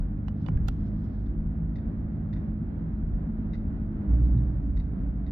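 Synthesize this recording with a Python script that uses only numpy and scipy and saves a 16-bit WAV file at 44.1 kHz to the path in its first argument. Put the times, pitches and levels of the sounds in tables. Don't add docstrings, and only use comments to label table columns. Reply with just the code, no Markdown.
import sys
import numpy as np
from scipy import signal
from scipy.fft import rfft, irfft, next_fast_len
from scipy.io import wavfile
from scipy.ndimage import map_coordinates

SR = 44100
rng = np.random.default_rng(int(sys.argv[2]) if len(sys.argv) > 2 else 0)


def wav_out(sig):
    wavfile.write(sys.argv[1], SR, np.round(np.clip(np.atleast_2d(sig).T, -1, 1) * 32767).astype(np.int16))


N = 234389


def amp(db):
    return 10 ** (np.asarray(db) / 20)


def unit(x):
    return x / np.sqrt(np.mean(x ** 2) + 1e-20)


def along(points, hz):
    f, v = np.transpose(points)
    return np.interp(np.log(hz + 1), np.log(f + 1), v)


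def curves(rows):
    s, *cols = np.transpose(rows)
    return [np.interp(np.arange(N) / SR, s, c) for c in cols]


def wobble(rate_hz):
    knots = rng.standard_normal(int(N * rate_hz / SR) + 4)
    return map_coordinates(knots, [np.arange(N) * rate_hz / SR])


def filtered(x, response):
    n = x.shape[-1]
    m = next_fast_len(n + 8192)
    return irfft(rfft(x, m) * response(np.fft.rfftfreq(m, 1 / SR)), m)[..., :n]


def sides(lean_db):
    return amp(np.array([[.5], [-.5]]) * lean_db)


def add(track, s, sound):
    part = track[..., max(round(s * SR), 0):][..., :sound.shape[-1]]
    part += sound[..., :part.shape[-1]]


def swell(start_s, length_s, attack_s, release_s):
    t = np.arange(N) / SR - start_s
    return np.clip(t / attack_s, 0, 1) * np.clip(1 - (t - length_s) / release_s, 0, 1)


def ringing(modes, t):
    return sum(amp(db - 60 * t / t60) * np.sin(2 * np.pi * hz * t) for hz, db, t60 in modes)


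# f/Hz, correlation
ALIKE = [(60, 0.97), (120, 0.96), (240, 0.93), (470, 0.5), (940, -0.02), (1880, -0.24), (3750, 0.18),
         (7470, -0.31), (14900, 0.016)]
# f/Hz, left minus right/dB
LEAN = [(60, 0), (110, -2.5), (200, 0), (380, -2), (700, -2), (1280, -6), (2370, -6.5), (4370, 7.5),
        (8060, 3), (14900, 3)]


def rush(spectrum):
    def mid_side_gains(hz):
        turn = np.arccos(np.clip(along(ALIKE, hz), -1, 1)) / 2
        return amp(along(spectrum, hz)) * [np.cos(turn), np.sin(turn)]

    mid, side = filtered(rng.standard_normal((2, N)), mid_side_gains)
    pair = np.array([mid + side, mid - side])
    return unit(filtered(pair, lambda hz: sides(along(LEAN, hz))))


# t/s, f/Hz
ENGINE = [(0.0, 49.56), (0.2, 50.2), (0.63, 51.67), (1.87, 54.55), (2.33, 52.49), (3.0, 53.91),
          (3.49, 53.83), (3.69, 54.9), (4.0, 53.63)]
ORDERS_DB = [2.5, -4, 1.5, 3, -11, -17.5]
# f/Hz, half width/Hz, lift/dB
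BOOMS = [(102.9, 2.5, 9.5), (305.2, 11, 13)]
HUM_DB, LOAD_DB = -46, 4
THROTTLE_S, THROTTLE_HOLD_S = 0.05, 3.85
COAST_DROP_HZ = 5


def engine(waver_db=1.86, jitter_rad=0.2, press_s=0.38, lift_s=0.25, first_order_load=0.24):
    coasting = np.clip((np.arange(N) / SR - THROTTLE_S - THROTTLE_HOLD_S) / lift_s, 0, 1)
    cycle_hz = curves(ENGINE)[0] - COAST_DROP_HZ * coasting
    phase = 2 * np.pi * np.cumsum(cycle_hz) / SR
    load_db = LOAD_DB * (swell(THROTTLE_S, THROTTLE_HOLD_S, press_s, lift_s) - 1)
    hum = 0
    for k, order_db in enumerate(ORDERS_DB, 1):
        boom_db = sum(db / (1 + ((k * cycle_hz - centre) / width) ** 2) for centre, width, db in BOOMS)
        load_share = first_order_load if k == 1 else 1
        level_db = order_db + boom_db + load_db * load_share + waver_db * wobble(4)
        hum = hum + amp(level_db) * np.sin(k * phase + rng.uniform(0, 2 * np.pi) + jitter_rad * wobble(12))
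    return np.sqrt(2) * amp(HUM_DB + LOAD_DB) * hum * sides(-.4)


# t/s, level/dB
ROAD = [(0.0, -56), (1.51, -58), (1.71, -55.5), (4.42, -53.5), (4.61, -55.5), (5.31, -58)]
# start/s, length/s, rumble change/dB
UNEVEN = [(0.414, 0.26, 6.5), (2.102, 0.21, 2), (2.579, 0.13, -4), (2.949, 0.17, 3.5), (4.543, 0.22, 5.5)]
# f/Hz, level/dB per Hz
RUMBLE = [(12, -29.5), (19, -16.5), (26, -6.5), (34, -1.5), (45, 6), (60, 0.5), (80, 1.5), (120, -9.5),
          (170, -8.5), (300, -83)]
ROAR = [(60, -29.5), (110, 1.5), (150, -2.5), (195, 1.5), (250, -2), (300, -5), (350, -13), (420, -17.5),
        (600, -36), (1200, -83.5)]
HISS = [(200, -31.5), (420, 0.5), (620, 4), (850, -3), (1150, -8), (1450, -7.5), (2000, -15), (2600, -25),
        (3600, -32), (5000, -42), (7500, -60), (15000, -56)]


def road(rumble_db=-33.5, roar_db=-38.5, hiss_db=-55, roar_follows=0.92, hiss_follows=0.9,
         rib_roar_db=2, rib_hiss_db=1.5, texture_db=1.33, lumps_db=1.0, shake_rise_s=0.18, shake_fall_s=0.056):
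    coarse_db, = curves(ROAD)
    coarse_db = coarse_db - coarse_db.mean()
    on_ribs = paving()
    on_ribs = on_ribs / on_ribs.max()
    shake_db = sum(db * swell(s, length, shake_rise_s, shake_fall_s) for s, length, db in UNEVEN)
    surface_db = texture_db * wobble(9)
    rumble = amp(rumble_db + shake_db + lumps_db * wobble(7)) * rush(RUMBLE)
    roar = amp(roar_db + roar_follows * coarse_db + rib_roar_db * on_ribs + surface_db) * rush(ROAR)
    hiss = amp(hiss_db + hiss_follows * coarse_db + rib_hiss_db * on_ribs + surface_db) * rush(HISS)
    return rumble + roar + hiss


# f/Hz, width/Hz, level/dB
PANELS = [(162.2, 8, -47.5), (212, 9.8, -47.5), (264.3, 10, -51), (344.2, 6, -60.5)]


def panels(surge_db=3.5, drift_hz=4):
    t = np.arange(N) / SR
    hum = 0
    for hz, width, db in PANELS:
        surge = amp(surge_db * wobble(3))
        band = wobble(2 * width) + 1j * wobble(2 * width)
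        carrier = np.exp(2j * np.pi * (hz * t + drift_hz * np.cumsum(wobble(2.5)) / SR))
        hum = hum + amp(db) * unit(surge * np.real(band * carrier))
    return hum * sides(-.6)


# t/s, level/dB, pitch f/Hz
THUMPS = [(0.002, -16, 44.16), (0.479, -21, 154.4), (0.557, -11.5, 57.5), (0.588, -17, 96.8),
          (0.645, -23.5, 50.6), (0.675, -21, 99), (1.045, -24, 108), (1.388, -22.5, 44.76),
          (2.604, -20.5, 164.5), (3.034, -21, 44.74), (3.135, -19, 43.7), (3.265, -23, 197.7),
          (4.127, -25.5, 98.9), (4.352, -21.5, 159.8)]
# f/Hz, level/dB, t60/s
BODY = [(41.2, 4.5, 0.13), (59.5, -2.5, 0.12), (84, -3.5, 0.1), (112.7, -2, 0.23), (160.3, 1.5, 0.15),
        (232, -0.5, 0.16)]


def thumps(attack_s=0.0067, focus_db=16):
    out, t = np.zeros(N), np.arange(SR // 2) / SR
    for s, thump_db, thump_hz in THUMPS:
        modes = [(hz, db - focus_db * np.log2(hz / thump_hz) ** 2, t60) for hz, db, t60 in BODY]
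        add(out, s, amp(thump_db) * ringing(modes, t) * (1 - np.exp(-t / attack_s)))
    return out


# t/s, snap level/dB, brightness/dB per octave, t60/s, ring level/dB
SNAPS = [(0.282, -42.5, 1, 0.028, -58), (0.4629, -42, 0.5, 0.032, -51), (0.4823, -42, 1, 0.028, -58),
         (0.573, -59, 4.5, 0.012, -83), (0.6835, -32, 7.5, 0.011, -64), (0.685, -36, 5, 0.023, -63)]
# f/Hz, level/dB per Hz
SNAP = [(300, -3), (800, 11.5), (1100, -2), (2000, 0), (2900, 1), (3700, -0.5), (4700, -4.5), (6000, -10),
        (9500, -24.5), (12500, -26), (15000, -28)]
# f/Hz, left minus right/dB
SNAP_LEAN = [(1000, -33.5), (3300, -17.5), (4700, -2.5), (7000, 4)]
# f/Hz, relative level/dB, t60/s
HOLDER = [(1382, -27, 0.056), (2160, -6, 0.033), (2940, 6, 0.056), (3460, 4.5, 0.021), (4660, -5, 0.045)]


def holder(cabin_t60_s=0.54, cabin_db=-36, snap_rise_s=0.00021, ragged_db=3,
           lead_in_db=-23, lead_in_db_per_s=1100):
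    out, t = np.zeros((2, N)), np.arange(SR // 10) / SR
    rise = 1 - np.exp(-t / snap_rise_s)
    lead_in = amp(lead_in_db - lead_in_db_per_s * t[::-1])
    for s, snap_db, tilt_db, snap_t60, ring_db in SNAPS:
        fade = rise * (amp(-60 * t / snap_t60) + amp(cabin_db - 60 * t / cabin_t60_s))

        def colour(hz):
            tilt = tilt_db * np.log2((hz + 1) / 3000)
            return amp(along(SNAP, hz) + tilt) * sides(along(SNAP_LEAN, hz))

        ragged = amp(ragged_db * wobble(1500)[:len(t)]) * rng.standard_normal((2, len(t)))
        friction = amp(snap_db) * unit(filtered(ragged, colour))
        ring = rise * amp(ring_db) * ringing(HOLDER, t) * amp([[-14], [0]])
        add(out, s - len(t) / SR, lead_in * friction)
        add(out, s, fade * friction + ring)
    return out


# t/s, level/dB, f/Hz, pulse decay/cycles, thud/dB, thud brightness/dB per octave
KNOCKS = [(0.2834, -31.5, 1020, 0.8, -47, 3), (0.285, -31, 1800, 0.5, -53, 6),
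          (0.4866, -19, 1014, 0.41, -33, 0), (0.5743, -25, 1640, 0.35, -53, 1),
          (0.6864, -23, 1350, 1.4, -35, -0.5)]
# f/Hz, relative level/dB, t60/s
CASE = [(340, 0.5, 0.035), (540, 1.5, 0.015), (786, 3.5, 0.016), (3050, -16, 0.008), (5420, -27, 0.02)]


def knocks(contact_s=0.00023, ring_db=-21, ring_t60_s=0.037, left_db=-22):
    out, t = np.zeros(N), np.arange(SR // 10) / SR
    for s, knock_db, knock_hz, cycles, thud_db, tilt_db in KNOCKS:
        decay = np.exp(-knock_hz * t / cycles) + amp(ring_db - 60 * t / ring_t60_s)
        spot = np.sin(2 * np.pi * knock_hz * t) * decay
        case = ringing([(hz, db + tilt_db * np.log2(hz / CASE[0][0]), t60) for hz, db, t60 in CASE], t)
        onset = 1 - np.exp(-(t / contact_s) ** 2)
        add(out, s, (amp(knock_db) * spot + amp(thud_db) * case) * onset)
    return out * amp([[left_db], [0]])


# start/s, length/s, level/dB
CLOTH = [(0.33, 0.082, -76.5), (0.729, 0.43, -79), (4.199, 0.28, -87)]
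# f/Hz, level/dB per Hz
WEAVE = [(1500, -30.5), (3200, 3), (4900, -2), (5600, -4), (8000, -21.5), (12000, -34.5)]


def cloth(flutter_db=2, attack_s=0.08, release_s=0.2):
    slides = sum(amp(db) * swell(s, length, attack_s, release_s) for s, length, db in CLOTH)
    return slides * amp(flutter_db * wobble(40)) * rush(WEAVE)


# t/s, tap level/dB, brightness/dB per octave, f/Hz of the first mode listed in TRIM
TICKS = [(1.2605, -56.5, 6, 1900), (1.7565, -47.5, 3, 1987), (1.7835, -54.5, 0, 1920),
         (2.3285, -44, -2, 1934), (2.3624, -48.5, -3, 1924), (3.5335, -45, 1.5, 2003),
         (3.5463, -48, -2, 1967), (4.2552, -62, 8, 2053), (4.377, -58, 7, 2030), (4.7682, -45.5, 0.5, 1985),
         (4.7982, -49, 1, 2010), (5.2645, -50, 1, 1980), (5.2786, -54, 2, 1950)]
# f/Hz, width/Hz, relative level/dB
TRIM = [(1950, 150, 11), (1450, 250, -0.5), (2550, 290, -2), (3680, 210, 2.5), (4350, 380, -6.5),
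        (4900, 300, -13), (5500, 500, -16)]
# f/Hz, left minus right/dB
TRIM_LEAN = [(2000, -1), (2700, 0.5), (3700, 7.5), (5500, 7.5)]


def trim(chatter_t60_s=0.061, chatter_db=-10, cabin_t60_s=0.34, cabin_db=-21, rise_s=0.0017,
         rattle_db=3, rattle_grows=0.36, echo_s=0.0068):
    out, t = np.zeros((2, N)), np.arange(SR // 6) / SR
    onset = 1 - np.exp(-(t / rise_s) ** 2)
    fade = (amp(chatter_db - 60 * t / chatter_t60_s) + amp(cabin_db - 60 * t / cabin_t60_s)) * onset
    hardest_db = max(tick[1] for tick in TICKS)
    for s, tap_db, tilt_db, pitch_hz in TICKS:
        stretch = pitch_hz / TRIM[0][0]
        ring = 0
        for hz, width, db in TRIM:
            level = width * amp(db + tilt_db * np.log2(hz / 3000))
            ring = ring + level * np.exp(-np.pi * width * t) * np.sin(2 * np.pi * hz * stretch * t)
        noise = rng.standard_normal((2, 2 * len(t) - 1))
        chatter = unit(signal.fftconvolve(noise, ring[None], mode="valid", axes=1))
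        rattle_level_db = rattle_grows * (tap_db - hardest_db) + rattle_db * wobble(350)[:len(t)]
        rattle = amp(rattle_level_db) * fade * chatter
        tap = onset * ring / np.abs(onset * ring).max()
        add(out, s, amp(tap_db) * (tap * amp([[0], [-8]]) + rattle))
        add(out, s + echo_s, amp(tap_db) * tap * amp([[-7], [-3]]))
    return filtered(out, lambda hz: sides(along(TRIM_LEAN, hz)) / (1 + (hz / 6300) ** 6))


# start/s, length/s, drone level/dB
RIBS = [(4.068, 0.07, -20), (4.151, 0.15, -21), (4.372, 0.047, -24.5), (4.589, 0.24, -29),
        (4.993, 0.16, -32)]
RIB_ATTACK_S, RIB_RELEASE_S = 0.045, 0.27


def paving():
    return np.max([amp(db) * swell(s, length, RIB_ATTACK_S, RIB_RELEASE_S) for s, length, db in RIBS], axis=0)


# t/s, f/Hz
RIB_RATE = [(4.1, 58.8), (4.25, 59.6), (4.4, 61), (4.6, 59.5), (4.8, 56.5), (5.15, 56)]
# t/s, level/dB
RIB_SECOND = [(4.06, -69.5), (4.135, -26.5), (4.175, -34.5), (4.21, -25.5), (4.26, -42), (4.325, -38),
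              (4.365, -24), (4.45, -30.5), (4.55, -38.5), (4.85, -49), (5.3, -51)]
# multiple of the rib rate, level/dB re drone at its strongest
RIB_OVERTONES = [(3, -24), (4, -34), (5, -22.5)]
# f/Hz, level/dB per Hz
RIB_SLAP = [(60, -25.5), (105, 1.5), (170, -5), (240, -11), (330, -21), (600, -32), (1400, -41),
            (3000, -70), (8000, -120)]


def ribs(jitter_rad=0.11, waver_db=0.66, second_waver_db=2.0, second_jitter_rad=0.33,
         overtone_waver_db=2, overtone_jitter_rad=0.27, slap_db=-20, slap_depth_db=6):
    rate_hz, = curves(RIB_RATE)
    second_db, = curves(RIB_SECOND)
    strength = paving()
    phase = 2 * np.pi * np.cumsum(rate_hz) / SR

    def partial(depth_db, wander_rad, order):
        angle = order * phase + rng.uniform(0, 2 * np.pi) + wander_rad * wobble(22)
        return amp(depth_db * wobble(22)) * np.sin(angle)

    first = strength * partial(waver_db, jitter_rad, 1)
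    second = amp(second_db) * partial(second_waver_db, second_jitter_rad, 2)
    overtones = sum(amp(db) * partial(overtone_waver_db, overtone_jitter_rad, round(k)) for k, db in RIB_OVERTONES)
    drone = first + second + np.sqrt(strength * strength.max()) * overtones
    slaps = amp(slap_db) * strength * unit(amp(slap_depth_db * np.cos(phase)) * rush(RIB_SLAP))
    return np.sqrt(2) * drone * sides(-1.7) + slaps


def scene(bass_turn_rad=0.23, bass_hz=85):
    drive = engine() + road() + panels() + thumps() + ribs()

    def bass_lag(hz):
        turn = bass_turn_rad / (1 + (hz / bass_hz) ** 4)
        return np.exp(1j * turn * np.array([[-.5], [.5]]))

    return filtered(drive, bass_lag) + holder() + knocks() + cloth() + trim()


TOP_HZ = 15500


def record(dry):
    return filtered(dry, lambda hz: hz < TOP_HZ)


dry = scene()
out = record(dry)
wav_out(out)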